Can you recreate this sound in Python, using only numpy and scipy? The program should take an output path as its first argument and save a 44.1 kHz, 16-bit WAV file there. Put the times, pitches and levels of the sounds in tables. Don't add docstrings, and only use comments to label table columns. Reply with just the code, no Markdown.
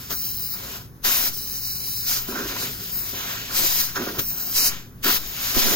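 import sys
import numpy as np
from scipy import signal
from scipy.fft import rfft, irfft, next_fast_len
from scipy.io import wavfile
from scipy.ndimage import uniform_filter1d, map_coordinates

SR = 44100
rng = np.random.default_rng(int(sys.argv[2]) if len(sys.argv) > 2 else 0)


def nominal_scale(level):
    x = np.asarray(level, float) / 20
    return 10 ** x


def store_wav(level_fs):
    pcm = np.round(np.clip(np.atleast_2d(level_fs), -1, 1) * 32767)
    wavfile.write(sys.argv[1], SR, pcm.T.astype(np.int16))


N = 253575
FRAME = 256

# pitch_hz, density_db (per Hz)
ROAR = [(290, -41), (500, -2.5), (1440, -3), (1770, 5), (1950, 3.5), (2980, 6), (3920, 4), (4340, 1.5),
        (4870, 1), (6800, 3), (8210, -6.5), (9090, -26), (11000, -9), (12300, -8), (16000, -12)]
# pitch_hz, width_hz, level_db
CUP = [(3230, 240, -9), (4085, 310, -1.5), (4890, 345, 1), (5790, 690, 0.5), (7095, 360, -4.5),
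       (8550, 2500, -7), (10380, 300, -9), (10860, 550, -13), (11300, 810, -17.5)]

# time_s, flow_db, pinch_db
SEEP = [(0, -44, 11), (.09, -46, 11.5), (.57, -41, 9), (.79, -42, 9.5), (2.2, -41.5, 10.5),
        (2.262, -47.5, 2), (2.29, -36.5, 16), (2.36, -39, 6.5), (2.88, -39, 6.5), (3.05, -33.5, 12),
        (3.19, -39, 4), (3.34, -37, 5.5), (3.48, -46.5, 2.5), (3.88, -37.5, 6.5), (3.942, -44, 8),
        (3.97, -40, 4.5), (4.18, -40.5, 11.5), (4.73, -45.5, 0), (5.22, -37.5, 13), (5.33, -38, 3.5),
        (5.42, -32.5, 10), (5.55, -33.5, 8)]
SEEP_CUP_DB = -1
# start_s, end_s, closing_s
SEALS = [
    (0.764, 1.045, 0.15),
    (4.738, 5.03, 0.18),
]
SEAL_DB = -25
# start_s, length_s, flow_db, pinch_db, cup_db
SNAPS = [
    (0.092, 0.038, -33.5, 10, -1.5),
    (1.035, 0.25, -23.5, 10.5, -2),
    (3.945, 0.022, -35.5, 2.5, 1),
    (4.18, 0.012, -23.5, 10.5, -6.5),
    (5.031, 0.14, -24, 9, -2.5),
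    (5.533, 0.072, -26.5, 8, -1),
    (5.606, .2, -34.5, -1, -1),
]
SNAP_RISE_S, SNAP_FALL_S, SNAP_PINCH_DB_PER_S = 0.014, 0.032, 27.5
SNAP_SAG_DB_PER_S = -12.5
# start_s, rise_s, length_s, flow_db, cup_db
SWELLS = [
    (2.021, 0.06, 0.16, -28, 0.5),
    (2.551, 0.053, 0.088, -36.5, 4),
    (3.494, 0.07, 0.32, -25.5, -0.5),
    (4.517, 0.047, 0.16, -26, 3.5),
    (5.58, 0.084, .3, -32.5, 3.5),
]
SWELL_PINCH_DB, FALL_OVER_RISE, SWELL_SAG_DB_PER_S = 16.5, 1, -5.5
# start_s, length_s, flow_db, cup_db
HOLDS = [
    (0.09, 0.45, -32, -5.5),
    (1.303, 0.77, -35, -2.5),
    (2.176, 0.02, -30, -20),
    (2.672, 0.2, -39, -3.5),
    (2.89, 0.13, -30.5, -10.5),
    (3.053, 0.065, -36.5, -4.5),
    (3.81, 0.04, -32.5, -1),
    (4.18, 0.34, -31, -8),
    (5.238, 0.1, -39, -6),
]
HOLD_WHISTLE_HZ = [14900, 14900, 14500, 14550, 14500, 14400, 14500, 14750, 14550]
HOLD_PINCH_DB, HOLD_RISE_S, HOLD_FALL_S, HOLD_SWELL_DB_PER_S = 28.5, 0.038, 0.12, 1
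CHOKE_DB = -7.5
RING_DB, RING_PER_CUP = -6, 0.59
RING_HZ, RING_HZ_PER_DB, OPEN_WHISTLE_HZ = 12770, -21, 14500
UPPER_DB, UPPER_DB_PER_HZ, UPPER_PIVOT_HZ = -2, .035, 14800
UPPER_HZ, LOWER_HZ, WHISTLE_WIDE_HZ = 750, 850, 440
# start_s, length_s, pitch_hz, width_hz, depth_db
ECHOES = [(.14, .2, 3650, 450, -6), (.36, .18, 3350, 450, -8), (.14, .42, 7800, 700, -8),
          (.18, .37, 6250, 300, -6), (.2, .3, 4500, 250, -4), (.24, .19, 13400, 600, -4),
          (1.36, .68, 3400, 450, -7), (1.33, .72, 7750, 600, -8), (1.33, .72, 6250, 250, -5),
          (2.12, .14, 10700, 700, -10), (2.25, .4, 8300, 800, -5), (2.65, .46, 10800, 800, -8),
          (2.91, .07, 3350, 500, -14), (2.98, .08, 3200, 500, -15), (2.91, .1, 6000, 400, -11),
          (3.62, .15, 4400, 300, -6), (3.89, .28, 10500, 1000, -8), (3.95, .22, 7600, 800, -8),
          (4.23, .29, 9350, 700, -13), (4.23, .16, 4500, 300, -10), (4.83, .09, 2800, 400, -10),
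          (2.3, .3, 9500, 350, -6), (4.25, .25, 13000, 500, -3), (4.23, .28, 3300, 800, -5),
          (4.56, .14, 3450, 500, -13), (4.73, .1, 10400, 1000, -8), (5.22, .14, 10700, 800, -11),
          (3.19, .16, 10700, 600, -8), (3.27, .2, 9300, 700, -6), (0, .09, 10200, 800, -7)]
ECHO_FADE_S = 0.036

# pitch_hz, width_hz, level_db
FLAP = [(253.4, 98, -7), (394.7, 119, -7.5)]
# pitch_hz, width_hz, level_db
HOLLOW = [(548.8, 39, -4.5), (700.5, 234, -5.5), (1013, 253, -4), (1281, 195, -5), (1423, 370, 0),
          (1610, 130, 0.5), (1862, 270, -8.5)]
# start_s, length_s, flap_db, hollow_db
FLUTTERS = [(0.093, 0.035, -38, -37), (0.53, 0.028, -62, -43), (0.62, 0.19, -51, -47),
            (1.05, 0.051, -35.5, -38), (2.276, 0.19, -32, -38.5), (2.345, 0.05, -50, -31.5),
            (2.484, 0.11, -39.5, -41), (2.613, 0.04, -36, -36.5), (2.656, 0.051, -40.5, -60),
            (2.728, 0.11, -46, -53), (3.125, 0.014, -39, -40), (3.15, 0.29, -48, -54),
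            (3.488, 0.088, -42, -35), (3.58, 0.068, -34, -36.5), (3.95, 0.017, -32.5, -28),
            (3.972, 0.06, -28, -34), (4.058, 0.015, -29, -28), (4.087, 0.018, -30.5, -34),
            (4.124, 0.062, -33, -40.5), (4.177, 0.016, -31, -46), (4.297, 0.28, -56, -47.5),
            (5.052, 0.041, -34, -27), (5.557, 0.0082, -21, -40), (5.647, .16, -33.5, -36)]
FLUTTER_RISE_S, FLUTTER_FALL_S = 0.0098, 0.045
FLAP_DB, FLAP_REST_DB, HOLLOW_DB = -6, -56.5, 1.13

# start_s, swing_hz, left_push, right_push (full scale)
POPS = [
    (3.632, 2.4, 0.15, -0.076),
    (4.186, 125, 0.13, 0.091),
    (4.185, 2.9, -0.039, -0.033),
    (5.57, 2.4, 0.066, -0.61),
]

# pitch_hz, density_db (per Hz)
YARD = [(12, -57), (20, -7), (53, 1), (81, -4.5), (116, -1.5), (241, -9), (301, -15), (410, -15.5),
        (446, -19), (574, -27.5), (1500, -26.5), (3100, -46), (4800, -50), (7000, -52), (8600, -48),
        (10000, -45), (11000, -37), (13000, -37), (16000, -43)]
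YARD_DB = -40
# pitch_hz, left_minus_right_db
YARD_LEAN = [(7000, -0.5), (10000, 4), (11500, 8), (15500, 2)]
# pitch_hz, level_db (rms)
HUM = [(58.5, -90), (117, -54.5), (175, -60.5), (234, -60.5)]

# pitch_hz, likeness (0 to 1)
ALIKE = [(100, 0.94), (400, 0.99), (800, 1), (1600, 0.77), (2300, 1), (3000, 0.13), (6000, 0.91),
         (9300, 0.39), (10000, .4), (10700, 1), (11500, .3), (15000, 0.3)]
# pitch_hz, left_minus_right_db
LEAN = [(200, 6), (450, -8), (770, 4), (1300, -6), (2600, 2.5), (4200, 1.5), (6600, -5), (7500, -5.5),
        (8600, 4), (9500, 5.5), (10800, 2.5), (11500, 4), (12800, 9.5), (15500, 2)]
# pitch_hz, left_lead_rad
LEAD = [(340, 0), (690, 1.38), (1030, 0.67), (1400, 1.5), (2070, 1.5), (2450, 1), (2800, 2.55), (3400, 2),
        (3750, 1.1), (4150, 0.5), (4500, 2), (4800, 0.56), (6100, 2.5), (6500, -0.1), (7500, 3.5),
        (8200, -0.14), (9300, 2.5), (9900, 0.5), (10600, 3.5), (12200, 5.5), (13600, 3), (14200, 2),
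        (14900, 1.5)]
DRIFT_RAD, TIGHT_ALIKE = .24, .96
# pitch_hz, level_db
HOUSING = [(7000, -1), (7700, 0.5), (8200, -6), (8650, -2.5), (9100, 2)]
# pitch_hz, level_db
SHADOW = [(9300, 0), (10000, -3), (10500, -2), (11300, -10), (12000, -3), (12800, 0)]
TOP_HZ = 15850
# pitch_hz, margin_db
MARGIN = [(2300, 12), (2800, 8), (3400, 5), (4500, 6), (5200, 8), (6300, 6), (7300, 4.5), (8200, 2.5),
          (9400, 2.5), (10600, 2), (11400, 8), (13300, 11)]
FAINT_DB, STRONG_DB = -2.5, 4.5
FICKLE_DB, BLOCK_LEAD = 1.8, 781


def unit(x):
    return x / np.sqrt(np.mean(x ** 2) + 1e-20)


def along(points, hz):
    f, v = np.transpose(points)
    return np.interp(np.log(hz + 1), np.log(f + 1), v)


def curves(rows, t):
    s, *cols = np.transpose(rows)
    return [np.interp(t, s, c) for c in cols]


def wobble(rate, count):
    knots = N * rate / SR
    return map_coordinates(rng.standard_normal(int(knots) + 4), [np.linspace(0, knots, count)])


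def bell(hz, center, width):
    return 1 / (1 + (2 * (hz - center) / width) ** 2) ** 2


def resonant(modes, hz):
    return sum(nominal_scale(2 * db) * bell(hz, center, width) for center, width, db in modes)


def share(power, db):
    return power / power.sum(axis=0) * nominal_scale(2 * db)


def stroke_db(t, start, rise, length, fall):
    before = 1 - (t - start) / rise
    after = (t - start - length) / fall
    return -20 * np.maximum(np.maximum(before, after), 0)


def short_frames():
    hz = np.fft.rfftfreq(FRAME, 1 / SR)[:, None]
    return hz, np.arange(4 * N // FRAME + 5) * FRAME / 4 / SR


def at_ports(power, alike, patchy_db):
    hz, t = short_frames()
    overlap = FRAME * 3 // 4
    noise = rng.standard_normal((2, N + FRAME))
    z = signal.stft(noise, nperseg=FRAME, noverlap=overlap)[2][..., :len(t)]
    z = z / np.sqrt(np.mean(abs(z) ** 2))
    slow = uniform_filter1d(rng.standard_normal((2, *power.shape)), size=4, axis=1)
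    patches, drift = unit(uniform_filter1d(slow, size=120, axis=2))
    turn = np.arccos(np.clip(alike, 0, 1)) / 2
    mid, side = z[0] * np.cos(turn), z[1] * np.sin(turn)
    phase = along(LEAD, hz) / 2 + DRIFT_RAD * drift * np.minimum(hz / 7000, 1)
    lean = nominal_scale(along(LEAN, hz) / 2) * np.exp(1j * phase)
    pair = np.array([(mid + side) * lean, (mid - side) / lean])
    pair = pair * np.sqrt(power) * nominal_scale(patchy_db * patches)
    return signal.istft(pair, nperseg=FRAME, noverlap=overlap)[1][:, :N]


def valve(t):
    seep_db, seep_pinch_db = curves(SEEP, t)
    for start, end, closing in SEALS:
        seep_db = seep_db + SEAL_DB * np.clip((t - start) / closing, 0, 1) * (t < end)
    moves = []
    for (start, length, db, cup_db), hz in zip(HOLDS, HOLD_WHISTLE_HZ):
        shape_db = stroke_db(t, start, HOLD_RISE_S, length, HOLD_FALL_S)
        seep_db = seep_db + CHOKE_DB * nominal_scale(shape_db)
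        moves.append((db + HOLD_SWELL_DB_PER_S * (t - start) + shape_db, HOLD_PINCH_DB, cup_db, hz))
    moves.append((seep_db, seep_pinch_db, SEEP_CUP_DB, OPEN_WHISTLE_HZ))
    for start, length, db, pinch_db, cup_db in SNAPS:
        shape_db = stroke_db(t, start, SNAP_RISE_S, length, SNAP_FALL_S)
        flow_db = db + SNAP_SAG_DB_PER_S * (t - start) + shape_db
        moves.append((flow_db, pinch_db + SNAP_PINCH_DB_PER_S * (t - start), cup_db, OPEN_WHISTLE_HZ))
    for start, rise, length, db, cup_db in SWELLS:
        shape_db = stroke_db(t, start, rise, length, FALL_OVER_RISE * rise)
        flow_db = db + SWELL_SAG_DB_PER_S * (t - start) + shape_db
        moves.append((flow_db, SWELL_PINCH_DB, cup_db, OPEN_WHISTLE_HZ))

    def total_db(offset):
        return 10 * np.log10(sum(nominal_scale(2 * (db + offset(pinch, cup))) for db, pinch, cup, _ in moves))

    roar_db = total_db(lambda pinch, cup: -pinch)
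    cup_db = total_db(lambda pinch, cup: cup)
    ring_db = total_db(lambda pinch, cup: RING_DB + RING_PER_CUP * cup)
    whistle_db = total_db(lambda pinch, cup: 0)
    ring_hz = RING_HZ + RING_HZ_PER_DB * (whistle_db - roar_db)
    whistle_hz = sum(nominal_scale(2 * (db - whistle_db)) * hz for db, _, _, hz in moves)
    return roar_db, cup_db, ring_db, ring_hz, whistle_db, whistle_hz


def hand_echo_db(hz, t):
    return sum(db * nominal_scale(stroke_db(t, start, ECHO_FADE_S, length, ECHO_FADE_S)) * bell(hz, center, width)
               for start, length, center, width, db in ECHOES)


def jet():
    hz, t = short_frames()
    roar_db, cup_db, ring_db, ring_hz, whistle_db, whistle_hz = valve(t)
    surge_db = 1.1 * wobble(24.856, len(t)) + 0.5 * wobble(90, len(t))
    opening = nominal_scale(np.clip(0.71 * (roar_db - whistle_db + 28.0), 0, 11))
    roar = share(nominal_scale(2 * along(ROAR, hz)), roar_db + 10.5)
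    cup_modes = [(center, width * opening ** 0.85, db) for center, width, db in CUP]
    cup = share(resonant(cup_modes, hz), cup_db + 2.0)
    ring = share(resonant([(ring_hz, 650 * opening, 0)], hz), ring_db - 1.5)
    wide = WHISTLE_WIDE_HZ * opening
    upper_db = UPPER_DB + UPPER_DB_PER_HZ * (whistle_hz - UPPER_PIVOT_HZ) / opening ** 2
    lower_db = -11 + 16 * np.log10(opening)
    partners = [(whistle_hz, wide, 0), (whistle_hz + UPPER_HZ, wide, upper_db),
                (whistle_hz - LOWER_HZ, wide, lower_db)]
    whistle = share(resonant(partners, hz), whistle_db)
    rings = cup + ring + whistle
    alike = (roar * along(ALIKE, hz) + rings * TIGHT_ALIKE / opening ** 0.57) / (roar + rings)
    power = (roar + rings) * nominal_scale(2 * (surge_db + hand_echo_db(hz, t)))
    return at_ports(power, alike, patchy_db=1.0)


def skin(t):
    roar_db = valve(t)[0]
    flap = nominal_scale(2 * (roar_db + FLAP_DB)) + nominal_scale(2 * FLAP_REST_DB)
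    hollow = nominal_scale(2 * (roar_db + HOLLOW_DB))
    for start, length, flap_db, hollow_db in FLUTTERS:
        shape_db = stroke_db(t, start, FLUTTER_RISE_S, length, FLUTTER_FALL_S)
        flap = flap + nominal_scale(2 * (shape_db + flap_db))
        hollow = hollow + nominal_scale(2 * (shape_db + hollow_db))
    return 10 * np.log10(flap), 10 * np.log10(hollow)


def finger():
    hz, t = short_frames()
    flap_db, hollow_db = skin(t)
    flap = share(resonant(FLAP, hz), flap_db + 0.21 * wobble(33, len(t)))
    hollow = share(resonant(HOLLOW, hz), hollow_db - 0.58 + 1.9 * wobble(70, len(t)))
    lumps = at_ports(flap + hollow, along(ALIKE, hz), patchy_db=2.0)
    m = next_fast_len(N)
    modes = resonant(FLAP + HOLLOW, np.fft.rfftfreq(m, 1 / SR))
    sharp = np.sqrt(modes / uniform_filter1d(modes, size=2 * m // FRAME))
    return irfft(rfft(lumps, m) * sharp, m)[:, :N]


def pops():
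    out, t = np.zeros((2, N + SR)), np.arange(SR // 2) / SR
    for start, hz, *push in POPS:
        decay = np.exp(-t * hz ** 0.54 / 0.098)
        onset = 1 - np.exp(-t / 0.0005)
        swing = decay * np.cos(2 * np.pi * hz * t + 1.0) * onset
        out[:, round(start * SR):][:, :len(t)] += np.outer(push, swing)
    return out[:, :N]


def compressor():
    t = np.arange(N) / SR
    hum = np.zeros(N)
    for hz, db in HUM:
        level = nominal_scale(db + 6.0 + 3.2 * wobble(7.2, N))
        hum += level * np.sin(2 * np.pi * hz * t + 3.27 * wobble(8, N))
    return hum


def yard():
    m = next_fast_len(N)
    hz = np.fft.rfftfreq(m, 1 / SR)
    unlike = along([(30, 0.62), (70, 0.15), (150, 0.088), (1000, 0.91), (5000, 1.0)], hz)
    tone = nominal_scale(along(YARD, hz)) * [np.ones_like(hz), unlike]
    a, b = irfft(rfft(rng.standard_normal((2, m))) * tone, m)[:, :N]
    lean = nominal_scale(along(YARD_LEAN, hz) * [[.5], [-.5]])
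    rumble = irfft(rfft([a + b, a - b], m) * lean, m)[:, :N]
    return nominal_scale(YARD_DB - 3.0 + 0.12 * wobble(3.3, N)) * unit(rumble)


def scene():
    return jet() + finger() + pops() + compressor() + yard()


def masked(x):
    turn = np.array([[1, 1], [1, -1]]) / np.sqrt(2)
    padded = np.pad(turn @ x, ((0, 0), (BLOCK_LEAD, 0)))
    hz, _, z = signal.stft(padded, SR, nperseg=2048, window="cosine")
    width = 8
    power = uniform_filter1d(abs(z) ** 2, size=width, axis=1)[:, width // 2::width]
    chance = uniform_filter1d(rng.standard_normal(power.shape), size=2, axis=2)
    chance = uniform_filter1d(chance, size=2, axis=1)

    def spread(bands):
        return np.repeat(bands, width, axis=1)[:, np.minimum(np.arange(len(hz)), len(hz) - width)]

    around = uniform_filter1d(spread(power).mean(axis=0), size=160, axis=0)
    bar = around * nominal_scale(-2 * along(MARGIN, hz))[:, None]
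    luck = spread(nominal_scale(2 * FICKLE_DB * unit(chance)))
    line = abs(z) ** 2 * luck / bar
    clear = (spread(power) * luck > bar) & (line > nominal_scale(2 * FAINT_DB))
    kept = clear | (line > nominal_scale(2 * STRONG_DB)) | (hz[:, None] < MARGIN[0][0])
    return turn @ signal.istft(z * kept, SR, nperseg=2048, window="cosine")[1][:, BLOCK_LEAD:][:, :N]


def low_pass(x):
    return signal.sosfilt(signal.butter(12, 17100, fs=SR, output="sos"), x)


def record(dry):
    power = uniform_filter1d(dry ** 2, size=900, axis=1)
    drain = signal.butter(2, 1.33, "high", fs=SR)
    offset = signal.lfilter(*drain, power, axis=1) * [[2.2], [1.6]]
    m = next_fast_len(N)
    hz = np.fft.rfftfreq(m, 1 / SR)
    housing_db = along(HOUSING, hz) + [[0], [1]] * along(SHADOW, hz)
    heard = irfft(rfft(dry, m) * nominal_scale(housing_db), m)[:, :N]
    limited = irfft(rfft(masked(heard), m) * (hz < TOP_HZ), m)[:, :N]
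    return low_pass(limited + offset)


dry = scene()
out = record(dry)
store_wav(out)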